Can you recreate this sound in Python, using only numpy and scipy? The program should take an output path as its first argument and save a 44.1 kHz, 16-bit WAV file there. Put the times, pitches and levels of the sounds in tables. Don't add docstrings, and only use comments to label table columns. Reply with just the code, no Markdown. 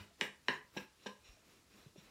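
import sys
import numpy as np
from scipy import signal
from scipy.io import wavfile

SR = 44100
rng = np.random.default_rng(int(sys.argv[2]) if len(sys.argv) > 2 else 0)


def boost(x):
    u = np.asarray(x, float) / 20
    return 10 ** u


def put_to_file(sound):
    columns = np.atleast_2d(sound).T
    safe = np.clip(columns, -1, 1)
    whole_steps = np.round(safe * 32767)
    wavfile.write(sys.argv[1], SR, whole_steps.astype(np.int16))


N = 92610

# (time [s], pin level [dB], board level [dB], crack level [dB], chatter length [s])
KNOCKS = [
    (-.07, -29, -37, 9, 0.006),
    (.2107, -23.5, -33.5, 2, 0.0015),
    (.4834, -17, -30.5, -10, 0.00076),
    (.7652, -36, -30, -28, 0.019),
    (1.0595, -35.5, -34.5, -6.5, 0.014),
]
# (delay [s], level on bare wood [dB], level through dough [dB])
REBOUNDS = [(.008, -43, -21.5), (.026, -24, -15.5), (0.047, -37, -65)]
# (frequency [Hz], time to fade by 60 dB [s])
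PIN_MODES = [(1005, 0.04), (1600, 0.021), (1800, 0.013), (2000, 0.014), (2480, 0.0096), (2790, 0.014),
             (2980, 0.016), (3290, 0.018), (3780, 0.018), (4020, 0.013), (5220, 0.011), (5670, 0.019),
             (6850, 0.0062), (7450, .012)]
# (frequency [Hz], time to fade by 60 dB [s])
BOARD_MODES = [(150, 0.32), (203, 0.27), (255, 0.14), (350, 0.086), (425, 0.11), (505, 0.17), (575, 0.085),
               (865, 0.1), (1340, 0.037)]
PIN_SHARE = [(-9.5, -4.5, -12, -5), (-0.5, -1, -4.5, -1.5), (6, 4, -18, -2.5), (4.5, 2.5, -7.5, -4.5),
             (4.5, -6, 2.5, 1.5), (3.5, 0.5, 1, -3), (4.5, -0.5, -2.5, -3.5), (-11, -18, -10.5, -16),
             (0, -6.5, -4, -6), (-26, -4, -6, -9), (-8, -9.5, -15, -41), (-4, -17.5, -5.5, -10),
             (-6, -40, -15, -16), (-6.5, -41, -14, -26)]
BOARD_SHARE = [(-12, -13, -19, -48), (-3, -6.5, -4.5, -3.5), (-4.5, -2.5, -8.5, -5), (4, 2.5, 3.5, -8.5),
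               (5, 6.5, -2.5, 5.5), (-0.5, -1.5, -2.5, 1.5), (5.5, 7.5, 2, 6.5), (5.5, 2, 11, 11.5),
               (-20, -26, -14, -16)]
# (time [s], level [dB], pitch [Hz], time to fade by 60 dB [s])
THUDS = [(.003, -51, 95, 0.067), (0.083, -77, 100, 0.06), (.108, -72.5, 670, .08),
         (1.288, -46, 43.6, 0.035), (1.37, -69.5, 640, 0.044), (1.735, -69, 199, 0.15),
         (1.863, -49.5, 144, 0.03), (1.861, -57.5, 393, 0.013), (1.959, -54.5, 374, 0.027),
         (1.959, -56.5, 574, 0.015), (1.979, -53, 175, 0.041), (2.04, -72, 51.6, 0.071)]
# (middle [s], length [s], hiss level [dB], pin ring level [dB])
STROKES = [(.01, 0.27, -65, -87), (0.241, 0.15, -55.5, -82), (0.528, 0.19, -60, -60),
           (0.793, 0.18, -57.5, -71), (1.064, 0.23, -67.5, -66.5), (1.274, 0.087, -104, -62.5),
           (1.309, 0.28, -70.5, -70.5), (1.52, 0.33, -68, -76), (1.796, 0.34, -65.5, -71),
           (1.987, 0.083, -77, -65.5), (2.063, .22, -66, -69.5)]
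# (frequency [Hz], level per Hz [dB])
RUB_HISS = [(150, -1), (350, 7), (700, -5), (1300, -1.5), (2700, -6.5), (5500, -11.5), (9000, -18),
            (15500, -17.5)]
# (frequency [Hz], level [dB])
RUB_MODES = [(2480, 1), (2640, -1), (2810, -1), (3050, -7.5), (3500, -4.5), (3780, -4), (4010, 0.5),
             (5250, -16.5), (5600, 0.5), (6890, -4)]
# (frequency [Hz], time to fade by 60 dB [s], echo level [dB])
KITCHEN = [(100, 0.22, -3.5), (417, 0.3, -1.5), (975, 0.32, 0.5), (1850, 0.29, -1), (3900, 0.25, -6),
           (6700, 0.27, -4.5), (13000, 0.33, 4.5)]
# (frequency [Hz], level per Hz [dB])
AIR = [(15, -37), (25, -5), (69, 2.5), (359, -7.5), (722, -12), (2560, -13), (4870, -14), (5430, -13),
       (15500, -26.5)]

LEAD = 4410

SOFT_FROM_S = .006
CONTACTS_PER_S, CHATTER_DB = (1500, 3500), (-12.5, 0.5)
PUSH_S, SOFT_ATTACK_S = (0.00051, 0.0005), .0025
RING_SHARE = (0.91, 0.69)
KNOCK_ECHO_DB, BOARD_ECHO_DB = (1.5, -1.5), -4


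def at_hz(points, hz):
    points = np.array(points)
    return np.interp(np.log(hz), np.log(points[:, 0]), points[:, 1])


def rms_one(x):
    return x / np.sqrt(np.mean(x ** 2) + 1e-20)


def filtered(x, order, hz, kind):
    return signal.sosfilt(signal.butter(order, hz, kind, fs=SR, output="sos"), x)


def drift(rate_hz):
    r = np.exp(-80 * np.pi * rate_hz / SR)
    slow = signal.lfilter([1], [1, -2 * r, r * r], rng.standard_normal(N // 40 + 2002))
    slow = slow[2000:]
    return np.interp(np.arange(N) / 40, np.arange(len(slow)), rms_one(slow))


def ring(clicks, hz, t60):
    r = boost(-60 / (t60 * SR))
    w = 2 * np.pi * hz / SR
    return signal.lfilter([0, np.sin(w)], [1, -2 * r * np.cos(w), r * r], clicks + 1e-18)


def ring_body(force, modes, shares, spot, ring_share):
    out = 0
    for k, ((hz, t60), share_db) in enumerate(zip(modes, shares)):
        sign = (-1) ** k
        out = out + sign * boost(share_db[spot]) * ring(force, hz, t60 * ring_share)
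    return out


def bands(size):
    edges = 22 * 2 ** np.arange(0, 9.6, .5)
    white = rng.standard_normal((2, size))
    return [(np.sqrt(low * high), filtered(white[k % 2], 2, [low, high], "band"))
            for k, (low, high) in enumerate(zip(edges, edges[1:]))]


def hiss(spectrum, flicker_db):
    return rms_one(sum(boost(at_hz(spectrum, hz) + flicker_db * drift(15)) * band for hz, band in bands(N)))


def knock_forces(chatter_s, soft):
    span = SR // 2
    t = np.arange(span) / SR
    hits = rng.random(span) < CONTACTS_PER_S[soft] / SR
    touch = hits * rng.uniform(-1, 1, span) * np.exp(-(t / chatter_s) ** (1 + 2 * soft))
    touch *= boost(CHATTER_DB[soft])
    if soft:
        touch *= 1 - np.exp(-t / SOFT_ATTACK_S)
    touch[0] = 1 - soft
    push = t * np.exp(-t / PUSH_S[soft]) / (PUSH_S[soft] ** 2 * SR)
    first = np.array([touch, push])
    force = first.copy()
    for delay_s, *level_db in REBOUNDS:
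        lag = int(delay_s * SR)
        force[:, lag:] += boost(level_db[soft]) * first[:, :span - lag]
    return force


def crack(touch):
    fade = np.exp(-np.arange(800) / SR / 0.0018)
    burst = filtered(rng.standard_normal(800) * fade, 2, [1500, 5190], "band")
    return signal.fftconvolve(touch, burst)[:len(touch)]


def knocks():
    out = np.zeros(N + LEAD + SR)
    for n, (s, pin_db, board_db, crack_db, chatter_s) in enumerate(KNOCKS):
        soft = int(chatter_s > SOFT_FROM_S)
        spot = max(n - 1, 0)
        touch, push = knock_forces(chatter_s, soft)
        pin = ring_body(touch, PIN_MODES, PIN_SHARE, spot, RING_SHARE[soft])
        board = ring_body(push, BOARD_MODES, BOARD_SHARE, spot, RING_SHARE[soft])
        pin = boost(pin_db - 7.5) * (pin + boost(crack_db + 8) * crack(touch))
        pin = filtered(pin, 3, 7660, "low")
        board = boost(board_db - 4.5) * board
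        echo = boost(KNOCK_ECHO_DB[soft]) * kitchen(pin + boost(BOARD_ECHO_DB) * board)
        i = int(s * SR) + LEAD
        out[i:i + len(pin)] += pin + board + echo
    return filtered(out[:N + LEAD], 4, 135, "high")


def thuds():
    out = np.zeros(N + LEAD)
    for s, db, hz, t60 in THUDS:
        push = np.zeros(N + LEAD)
        push[int(s * SR) + LEAD] = boost(db + 8.5)
        out += ring(filtered(push, 1, [0.74 * hz, 1.3 * hz], "band"), hz, t60)
    return out


def rub():
    t = np.arange(N) / SR
    hiss_gain, ring_gain = np.zeros(N), np.zeros(N)
    for middle, length, hiss_db, ring_db in STROKES:
        swell = np.cos(np.pi * np.clip((t - middle) / length, -.5, .5)) ** 2
        hiss_gain += boost(hiss_db) * swell
        ring_gain += boost(ring_db) * swell
    grain_size = boost(2.0 * np.minimum(rng.exponential(1, N), 3))
    grains = (rng.random(N) < 4000 / SR) * grain_size * rng.choice([-1, 1], N)
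    dealt = rng.integers(0, 4, N)
    rung = np.zeros(N)
    for k, (hz, db) in enumerate(RUB_MODES):
        rung += boost(db + 2.5 * drift(12)) * ring(grains * (dealt == k % 4), hz, t60=0.019)
    return hiss_gain * hiss(RUB_HISS, flicker_db=1.5) + ring_gain * rms_one(rung)


def kitchen(x):
    t = np.arange(SR // 2) / SR
    rows = np.array(KITCHEN)
    tail = np.zeros(len(t))
    for hz, band in bands(len(t)):
        tail += band * boost(at_hz(rows[:, ::2], hz) - 60 * t / at_hz(rows, hz))
    tail *= 1 - np.exp(-(t / .0035) ** 2)
    return signal.fftconvolve(x, tail / np.sqrt(np.sum(tail ** 2)))[:len(x)]


def air():
    return boost(-70) * hiss(AIR, flicker_db=.8)


def scene():
    soft = thuds()
    wet = knocks() + soft + boost(-4) * kitchen(soft)
    return (wet[LEAD:] + rub() + air())[None]


def roll_off(x):
    return signal.sosfilt(signal.butter(12, 15670, fs=SR, output="sos"), x)


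def record(dry):
    mix = filtered(dry, 2, 39, "high")
    return roll_off(mix)


dry = scene()
out = record(dry)
put_to_file(out)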